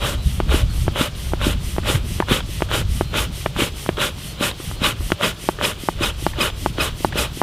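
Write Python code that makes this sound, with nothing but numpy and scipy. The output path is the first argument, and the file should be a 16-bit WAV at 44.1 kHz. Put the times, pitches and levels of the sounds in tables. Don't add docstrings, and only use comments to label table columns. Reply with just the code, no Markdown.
import sys
import numpy as np
from scipy import signal
from scipy.fft import rfft, irfft, next_fast_len
from scipy.io import wavfile

SR = 44100
rng = np.random.default_rng(int(sys.argv[2]) if len(sys.argv) > 2 else 0)


def wav_record(signal):
    frames = np.transpose(np.atleast_2d(signal))
    bounded = np.clip(frames, -1, 1)
    quanta = np.round(bounded * 32767).astype(np.int16)
    wavfile.write(sys.argv[1], SR, quanta)


def how_loud(loudness_db):
    steps = np.asarray(loudness_db, float) / 20
    return 10 ** steps


N = 327222
T = np.arange(N) / SR

# (start [s], length [s], nozzle jet [dB], can roar [dB], cavity hoot [dB])
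SQUEEZES = [(0.019, 0.15, -36, -23, -23), (0.505, 0.14, -37, -22.5, -22), (0.967, 0.13, -34, -22, -20.5),
            (1.417, 0.14, -37, -23, -24.5), (1.858, 0.14, -33, -20, -25), (2.294, 0.12, -34.5, -19.5, -29),
            (2.714, 0.12, -34, -21, -23), (3.145, 0.13, -32, -21.5, -23), (3.574, 0.13, -35, -20, -25.5),
            (3.993, 0.12, -33, -20.5, -23.5), (4.407, 0.12, -31, -19.5, -22.5),
            (4.826, 0.11, -31.5, -18.5, -25.5), (5.214, 0.12, -34.5, -20.5, -19),
            (5.618, 0.12, -32.5, -20, -23.5), (6.012, 0.11, -33.5, -22, -24.5),
            (6.39, 0.12, -32, -20.5, -22), (6.791, 0.12, -34, -21.5, -23.5), (7.159, 0.12, -30, -21.5, -20)]
RINGING_DB = [-2, -2.5, 0, -1, -6.5, -2.5, -3, -2, -6.5, 0, -4, 0.5, -2, -4, 1.7, 0.5, 0.7, 0.5]
# (frequency [Hz], density [dB per Hz])
JET_SPECTRUM = [(2350, -57), (4000, -5.5), (4640, -6.5), (5110, -4.5), (5340, -4.5), (6190, -7.5),
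                (6980, -5), (9700, -4.5), (13000, -9), (15600, -17)]
# (frequency [Hz], density [dB per Hz])
ROAR_SPECTRUM = [(65, -35), (110, 1.5), (284, -5), (521, -3), (584, -5.5), (711, -26), (810, -8.5),
                 (1140, -11.5), (1530, -10), (1840, -10), (3150, -8), (4230, -21.5), (5500, -27.5),
                 (7150, -27), (12100, -120)]
# (frequency [Hz], width [Hz], level [dB])
CAN_MODES = [(1190, 180, 8), (1410, 91, 7.5), (2530, 77, -2), (2980, 170, 3), (3260, 71, -3),
             (3520, 280, 5.5), (3800, 140, 11)]
# (order, level [dB], length [s])
TUBE_PARTIALS = [(1, -17, 0.016), (2, 7, 0.0093), (3, -6.5, 0.0096), (4, 3.5, 0.0054)]
# (time [s], peak [dB], fourth partial [Hz])
WHISTLES = [(4.4368, -33, 5150), (4.8385, -30.5, 5040), (5.246, -29.5, 5040), (5.6448, -28.5, 5060),
            (6.0349, -25.5, 5020), (6.412, -24.5, 5000), (6.8064, -27, 5040), (7.1863, -27.5, 5020)]
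# (fastest flow [s], stop [s], level [dB])
DRAWS = [(0.296, 0.437, -42), (0.805, 0.9, -40.5), (1.236, 1.373, -41.5), (1.694, 1.816, -40),
         (2.133, 2.243, -39.5), (2.557, 2.674, -40), (2.974, 3.064, -40.5), (3.378, 3.525, -40),
         (3.817, 3.93, -39.5), (4.257, 4.358, -41), (4.656, 4.786, -40), (5.09, 5.157, -39.5),
         (5.47, 5.55, -39.5), (5.847, 5.953, -41), (6.25, 6.344, -40), (6.643, 6.724, -40.5),
         (7.043, 7.108, -40), (7.393, 7.51, -39.5)]
# (frequency [Hz], density [dB per Hz])
INTAKE_SPECTRUM = [(1180, -29), (2000, 0), (2200, -5.5), (3150, -2.5), (3650, -6), (6000, -4), (6650, -7.5),
                   (8460, -5.5), (9780, -3.5), (14500, -19), (15600, -19)]
# (frequency [Hz], width [Hz], level [dB])
INLET_MODES = [(3100, 640, -1.5), (8600, 380, -5), (11830, 430, 4), (12600, 300, -7), (14300, 450, 8)]
# (time [s], boards [dB], plate [dB], hinge [dB])
POPS = [(0.4024, -9, -21, -8), (0.8807, -9, -30, -10), (1.3356, -9.5, -28, -12), (1.7832, -9.5, -42, -10),
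        (2.202, -16, -27, -40.0), (2.2027, -7, -15, -1.5), (2.6206, -40, -24.9, -40.0),
        (2.622, -8.5, -24.7, 0), (3.0106, -6, -30, -9), (3.4602, -17, -24, -9), (3.4619, -11, -15, -2.5),
        (3.8906, -19, -40, -40), (3.8911, -7, -34, -1.5), (5.1194, -33, -12, -7), (5.12, -6.5, -15, 5.5),
        (5.4891, -5.5, -7.5, 0), (5.8874, -9.5, -5.5, -19), (6.266, -8.5, -6.5, -0.5),
        (6.6615, -10, -7, -4), (7.0475, -6.5, -4, -1.5), (7.4164, -7.5, -4.5, -15)]
# (frequency [Hz], level [dB], t60 [s])
BOARD_MODES = [(172, 0.3, 0.038), (352, 2.4, 0.021), (646, -5.3, 0.018), (1480, -11, 0.005)]
# (frequency [Hz], level [dB], t60 [s])
PLATE_MODES = [(837, 7.3, 0.0068), (1862, -2.4, 0.0032)]
# (frequency [Hz], level [dB], t60 [s])
HINGE_MODES = [(3330, 18, 0.0022)]
# (time [s], peak [dB], frequency [Hz], t60 [s])
TICKS = [(0.493, -17, 1430, 0.0039), (0.519, -35, 1290, 0.0044), (0.867, -24, 851, 0.0067),
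         (0.959, -9, 1310, 0.0019), (1.32, -25, 859, 0.0091), (1.414, -10.5, 1410, 0.0027),
         (1.764, -15.5, 894, 0.0018), (1.858, -17, 840, 0.0061), (2.285, -9.5, 1190, 0.0017),
         (2.606, -13, 880, 0.0021), (2.714, -7, 1270, 0.0019), (3.141, -9.5, 1240, 0.0039),
         (3.563, -12, 1120, 0.0038), (3.862, -11, 1110, 0.0021), (3.985, -11, 1200, 0.003),
         (4.181, -28, 910, 0.005), (4.602, -26, 1180, 0.0071), (4.713, -17, 1140, 0.0033),
         (5.006, -27, 1200, 0.0058), (5.103, -12, 870, 0.0018), (5.211, -8, 1100, 0.0029),
         (5.612, -5, 1140, 0.0031), (6.783, -9.5, 1190, 0.0016), (7.198, -18, 800, 0.0025),
         (0.395, -29, 1000, 0.003), (1.905, -15, 1400, 0.0036)]
# (time [s], peak [dB], frequency [Hz], t60 [s])
FLAPS = [(0.542, -6, 312, 0.017), (1.01, -7.5, 264, 0.023), (1.467, -4.5, 269, 0.014),
         (2.3105, -9, 292, 0.037), (2.3185, -4.5, 250, 0.01), (2.489, -27, 325, 0.034),
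         (3.588, -14, 340, 0.042), (3.619, -8.5, 275, 0.019), (4.409, -11, 258, 0.017),
         (4.599, -23.5, 338, 0.03), (4.817, -11, 205, 0.017), (5.006, -24, 326, 0.021),
         (5.439, -22, 282, 0.0094), (5.835, -18.5, 262, 0.014), (6.008, -14, 330, 0.037),
         (6.224, -21.5, 303, 0.018), (6.384, -18, 333, 0.041), (7.005, -21, 308, 0.014),
         (7.156, -12.5, 387, 0.0093), (7.372, -22.5, 312, 0.017), (0.52, -16, 436, 0.028),
         (1.899, -13, 302, 0.012), (2.057, -28, 366, 0.025), (3.131, -24, 476, 0.018),
         (3.979, -17.5, 417, 0.025), (5.586, -24, 406, 0.035), (6.784, -14.5, 318, 0.03),
         (2.78, -18.5, 298, 0.015)]
# (time [s], peak [dB], frequency [Hz], t60 [s])
TWANGS = [
    (2.2228, -12.5, 940, 0.011),
    (2.2228, -25, 1750, 0.02),
]
# (time [s], peak [dB], frequency [Hz], t60 [s])
CREAKS = [(1.397, -42, 1340, 0.031), (1.833, -28, 1340, 0.032), (2.229, -30, 930, 0.03),
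          (2.688, -28, 1310, 0.035), (3.975, -27, 1250, 0.07), (5.184, -38, 1190, 0.035),
          (5.587, -20.5, 1250, 0.052), (5.99, -31, 1400, 0.035), (6.334, -24, 1630, 0.053),
          (6.357, -29, 1320, 0.038), (7.124, -19.5, 1690, 0.035)]
# (time [s], peak [dB], frequency [Hz], t60 [s])
CATCHES = [
    (2.4045, -17, 3140, 0.021),
    (3.9704, -18.5, 3200, 0.02),
    (4.513, -18, 3840, 0.012),
    (6.0236, -17, 2550, 0.019),
    (6.5, -20, 3200, 0.017),
]
# (time [s], rumble [dB])
WIND = [(0.0, -26), (0.02, -23), (0.23, -28), (0.27, -13.5), (0.31, -23), (0.87, -15.5), (0.95, -34.5),
        (1.4, -24.5), (1.45, -22.5), (2.69, -31.5), (2.79, -23), (4.32, -37.5), (5.1, -28.5), (5.16, -39),
        (5.95, -36), (5.97, -28), (7.13, -32), (7.42, -34)]
# (time [s], level re wind [dB])
GUSTS = [(.26, 1.5), (.85, -1.5), (.73, -7), (1.28, 4), (1.47, 5.5), (1.95, -2), (2.6, 6), (2.85, 5),
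         (3.06, 0), (3.4, -2.5), (3.66, -3), (4.59, -7), (5.19, -3), (5.27, 2), (6.88, 4.5), (.97, 2),
         (1.83, 0.5), (2.45, -1), (3.95, 3.5), (4.72, 3.5), (5.95, 0), (7.2, 7), (.07, -6)]
# (time [s], level [dB])
BUFFET_BUMPS = [(.3, 1.5), (.65, 1.5), (.95, 8), (1.1, 2), (1.3, 2), (1.6, -3), (1.95, 11.5), (2.1, 7), (2.45, 1),
                (2.65, -2), (2.95, 2), (3.05, 1), (3.38, -19), (3.6, 7), (4.15, 4), (4.5, -4), (4.95, 4),
                (5.25, -2), (5.8, -1), (6.15, -16), (6.65, 13), (6.85, -8), (7.02, -1.5), (7.3, 3)]
# (frequency [Hz], density [dB per Hz])
RUMBLE_SPECTRUM = [(8.8, -38), (15, -6.5), (59, 3.5), (108, -6), (200, -17.5), (260, -67), (440, -120)]
# (frequency [Hz], density [dB per Hz])
BUFFET_SPECTRUM = [(70, -0.5), (100, 5.5), (170, -3.0), (240, -7.5), (330, -17), (500, -32)]
# (time [s], length [s], start [Hz], end [Hz], level [dB])
BIRD = [(.17, .03, 3780, 4050, -44), (.185, .07, 4030, 3930, -42), (.24, .035, 3700, 3700, -43),
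        (0.474, .055, 4350, 4340, -41), (0.685, .06, 4300, 4300, -42), (1.157, .03, 8200, 10400, -42),
        (3.04, 0.1, 4150, 4130, -43), (4.26, .04, 4300, 4380, -43), (4.285, .05, 4390, 4270, -41),
        (4.37, .075, 3930, 4130, -40), (4.745, .06, 4130, 4300, -44)]
# (frequency [Hz], density [dB per Hz])
FAR_SPECTRUM = [(88, -23), (150, 6.5), (226, -15), (314, -7), (682, -14.5), (1030, -15.5), (1200, -14),
                (1840, -20.5), (3230, -12), (3700, -15), (6620, -25.5), (8520, -27), (11600, -31),
                (14700, -34), (15600, -32)]
# (frequency [Hz], density [dB per Hz])
HISS_SPECTRUM = [(150, -17), (600, -1.0), (2500, -6.0), (5000, -4.0), (15000, -1.5)]

ROAR_OPEN_DB, ROAR_SAG_DB, ROAR_REST_DB = -6, -10, -57.5
HOOT_OPEN_DB, HOOT_SAG_DB, HOOT_REST_DB = -4, -10.5, -51


def squeezes():
    start, length, jet_share = strokes()
    jet_db, roar_db, hoot_db = np.transpose(SQUEEZES)[2:]
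    roar_share = roar_peak_share(start)
    open_db = ROAR_OPEN_DB - 0.74 * start
    roar = pressure(roar_db, roar_share, open_db, ROAR_SAG_DB, ROAR_REST_DB)
    ringing = pressure(roar_db + RINGING_DB, roar_share, open_db, -11, ROAR_REST_DB)
    hoot = pressure(hoot_db, 0.14 + 0.018 * start, HOOT_OPEN_DB, HOOT_SAG_DB, HOOT_REST_DB)

    peak = start + jet_share * length
    flow = swells(zip(peak, jet_share * length, (1 - jet_share) * length, jet_db), point=2.13)
    jet = (flow + how_loud(-12.0) * roar) * coloured(JET_SPECTRUM, patchy_db=1.0, rate_hz=49)

    turbulence = how_loud(1.57 * drift(40))
    air = coloured(ROAR_SPECTRUM, patchy_db=0.5, rate_hz=31)
    tin = sum(how_loud(db + 2.4 * drift(47)) * resonance(air, hz, width_hz) for hz, width_hz, db in CAN_MODES)
    can = turbulence * (roar * how_loud(-2.5) * air + ringing * how_loud(-6.0) * rms_one(tin))

    cavity = resonance(rng.standard_normal(N), 587, 46)
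    return how_loud(0.26) * jet + how_loud(2.5) * can + how_loud(-6.0) * hoot * rms_one(cavity)


def crackle():
    crackles_per_s, level_db = 400, -10
    start, _, _ = strokes()
    roar_db = np.transpose(SQUEEZES)[3]
    blow = pressure(roar_db, roar_peak_share(start), ROAR_OPEN_DB, ROAR_SAG_DB, ROAR_REST_DB)
    chance, size, pick = rng.random((3, N))
    sparks = (chance < crackles_per_s / SR) * how_loud(-3.5 * np.log(size + 0.05))
    pitch_index = (pick * 8).astype(int)
    grains = np.zeros(N)
    for k, hz in enumerate(np.geomspace(2400, 4100, 8)):
        grains += struck(sparks * (pitch_index == k), hz, 30 / hz)
    return how_loud(level_db) * blow * rms_one(resonance(grains, 3360, 2100))


def whistles():
    out, lag_s = np.zeros(N), 0.0035
    span = np.arange(-3000, 3000)
    t = span / SR
    for order, share_db, length_s in TUBE_PARTIALS:
        wobble = how_loud(1.5 * drift(70))
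        for s, db, hz in WHISTLES:
            near = int((s + lag_s) * SR) + span
            phase = 2 * np.pi * order / 4 * (hz * t - 4500 * t * t)
            swell = np.exp(-(t / length_s) ** 2)
            out[near] += how_loud(db + share_db) * wobble[near] * swell * np.sin(phase)
    return out


def draws():
    lag_s = 0.035
    start, length, _ = strokes()
    peak, stop, db = np.transpose(DRAWS)
    flow = swells(zip(peak, peak - start - length - lag_s, stop - peak, db), point=1.0)
    air = coloured(INTAKE_SPECTRUM, patchy_db=0.9, rate_hz=12.0)
    bands = sum(how_loud(db) * resonance(air, hz, width_hz) for hz, width_hz, db in INLET_MODES)
    return flow * how_loud(4.5) * rms_one(air + bands)


def pops():
    contact_s, ground_s, ground_db, rattle_t60_s = 0.00012, 0.0034, -13, 0.04
    s, boards_db, plate_db, hinge_db = np.transpose(POPS)
    rings = np.zeros(N)
    for modes, blow_db in ((BOARD_MODES, boards_db), (PLATE_MODES, plate_db), (HINGE_MODES, hinge_db)):
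        blows = clicks(s, blow_db)
        for hz, db, t60_s in modes:
            rings += how_loud(db) * struck(blows, hz, t60_s)

    contact = np.exp(-0.5 * (np.arange(-40, 41) / SR / contact_s) ** 2)
    body = np.convolve(rings, contact / contact.sum(), "same")
    body = signal.lfilter([1, -1], [1, -np.exp(-2 * np.pi * 326 / SR)], body)

    dull = signal.lfilter([0.25], [1, -0.75], body)
    echo = np.roll(dull, round(ground_s * SR)) * (T > 0.1)

    shaken = signal.lfilter([1], [1, -how_loud(-60 / (rattle_t60_s * SR))], clicks(s + 0.00044, boards_db - 18.5))
    loose = resonance(resonance(rng.standard_normal(N), 1160, 790), 1000, 1140)
    return body + how_loud(ground_db) * echo + shaken * rms_one(loose)


def knocks(rows, soft_s):
    out, t = np.zeros(N + 3000), np.arange(3000) / SR
    for s, db, hz, t60_s in rows:
        decay = how_loud(-60 * t / max(t60_s, 0.002))
        ring = np.sin(2 * np.pi * hz * t) * decay * (1 - np.exp(-t / soft_s))
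        at = int(s * SR) + 30
        out[at:at + 3000] += how_loud(db) * ring / abs(ring).max()
    return out[:N]


def creaks(rows, spring_db):
    rise_s, spring_ratio, scrape_db = 0.001, 1.9, -3
    out, t = np.zeros(N + 3000), np.arange(3000) / SR
    for s, db, hz, t60_s in rows:
        noise = rng.standard_normal(3000)
        slips = noise * (1 - np.exp(-t / rise_s)) + 3.5 * (t == 0)
        slips = slips * how_loud(-60 * t / max(t60_s, 0.004))
        leather = resonance(resonance(slips, hz, 580), hz, 580)
        spring = resonance(resonance(slips, spring_ratio * hz, 580), spring_ratio * hz, 580)
        scrape = resonance(resonance(slips, 670, 1300), 670, 1300)
        burst = leather + how_loud(spring_db) * spring + how_loud(scrape_db) * scrape
        at = int(s * SR)
        out[at:at + 3000] += how_loud(db) * burst / abs(burst).max()
    return out[:N]


def wind():
    wind_db = np.interp(T, *np.transpose(WIND))
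    gust_db = bumps_db(GUSTS)
    rumble = coloured(RUMBLE_SPECTRUM, patchy_db=1.0, rate_hz=60)
    buffet = coloured(BUFFET_SPECTRUM, patchy_db=5.5, rate_hz=18)
    swing_db = wind_db - wind_db.mean() + 1.1 * gust_db
    buffet_db = -34.5 + 0.49 * swing_db + bumps_db(BUFFET_BUMPS)
    return how_loud(wind_db + gust_db + 1.0) * rumble + how_loud(buffet_db) * buffet


def bird():
    out, waver_rad = np.zeros(N), drift(45)
    for s, length, start_hz, end_hz, db in BIRD:
        near = slice(int(s * SR), int((s + length) * SR))
        part = np.clip((T[near] - s) / length, 0, 1)
        phase = 2 * np.pi * length * (start_hz * part + (end_hz - start_hz) * part ** 2 / 2)
        swell = np.sqrt(np.sin(np.pi * part).clip(0))
        out[near] += how_loud(db) * swell * np.sin(phase + waver_rad[near])
    return out * how_loud(1.5 * drift(50) - 1)


def far_hum():
    return how_loud(-38) * coloured(FAR_SPECTRUM, patchy_db=1.5, rate_hz=26)


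def channel_hiss():
    return how_loud(-56) * coloured(HISS_SPECTRUM, patchy_db=-6.5, rate_hz=0.96) * [[1], [-1]]


def strokes():
    start, length = np.transpose(SQUEEZES)[:2]
    return start, length, 0.5 - 0.019 * start


def roar_peak_share(start):
    return 0.25 - 0.0085 * start


def pressure(peak_db, peak_share, open_db, sag_db, rest_db):
    swell_s, die_s, linger_s, sag_share, end_db = 0.046, 0.0064, 0.007, 0.82, -27.5
    start, length, _ = strokes()
    end = start + length + die_s
    peak, sag = start + peak_share * length, start + sag_share * length
    rest = np.full(len(start), rest_db)
    s = [start - swell_s, start, peak, sag, end, end + linger_s]
    db = [rest, peak_db + open_db, peak_db, peak_db + sag_db, peak_db + end_db, rest]
    return how_loud(np.interp(T, np.ravel(s, "F"), np.ravel(db, "F")))


def swells(rows, point):
    flow = np.zeros(N)
    for s, rise_s, fall_s, db in rows:
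        near = slice(max(int((s - rise_s) * SR), 0), int((s + fall_s) * SR))
        t = T[near]
        part = np.clip(np.where(t < s, (s - t) / rise_s, (t - s) / fall_s), 0, 1)
        flow[near] += how_loud(db) * np.cos(part * np.pi / 2) ** point
    return flow


def bumps_db(rows):
    return sum(np.interp(T, [s - 0.08, s, s + 0.08], [0, db, 0]) for s, db in rows)


def coloured(spectrum, patchy_db, rate_hz):
    size = next_fast_len(N)
    hz = np.maximum(np.arange(size // 2 + 1) * SR / size, 1)
    points_hz, levels_db = np.transpose(spectrum)
    shape_db = np.interp(np.log(hz), np.log(points_hz), levels_db, -90, -90)
    bins = rfft(rng.standard_normal(size)) * how_loud(shape_db)
    octave = np.log2(hz / points_hz[0])
    out = np.zeros(N)
    for k in range(int(np.log2(points_hz[-1] / points_hz[0])) + 2):
        share = np.clip(1 - abs(octave - k), 0, 1)
        out += irfft(bins * share, size)[:N] * how_loud(patchy_db * drift(rate_hz))
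    return rms_one(out)


def drift(rate_hz):
    r = np.exp(-2 * np.pi * rate_hz * 40 / SR)
    slow = signal.lfilter([1], [1, -2 * r, r * r], rng.standard_normal(N // 40 + 2002))[2000:]
    return np.interp(np.arange(N) / 40, np.arange(len(slow)), rms_one(slow))


def resonance(x, hz, width_hz):
    r = np.exp(-np.pi * width_hz / SR)
    gain = (1 - r * r) / 2
    return signal.lfilter([gain, 0, -gain], [1, -2 * r * np.cos(2 * np.pi * hz / SR), r * r], x)


def struck(x, hz, t60_s):
    r, c = how_loud(-60 / (t60_s * SR)), np.cos(2 * np.pi * hz / SR)
    return signal.lfilter([1, -r * c], [1, -2 * r * c, r * r], x + 1e-18)


def clicks(times_s, db):
    out = np.zeros(N)
    out[np.minimum((np.asarray(times_s) * SR).astype(int), N - 1)] = how_loud(db)
    return out


def rms_one(x):
    return x / np.sqrt(np.mean(x ** 2) + 1e-20)


def scene():
    air = squeezes() + crackle() + whistles() + draws()
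    contacts = pops() + knocks(TWANGS, soft_s=0.0024)
    contacts -= knocks(TICKS, soft_s=0.000093) + knocks(FLAPS, soft_s=0.00096)
    contacts += creaks(CREAKS, spring_db=-13) + creaks(CATCHES, spring_db=-40)
    background = wind() + bird() + far_hum()
    return air + contacts + background + channel_hiss()


def band_limit(x):
    return signal.sosfilt(signal.butter(12, 15500, fs=SR, output="sos"), x)


def record(dry):
    mix = np.clip(dry, -1, 1)
    return band_limit(mix)


dry = scene()
out = record(dry)
wav_record(out)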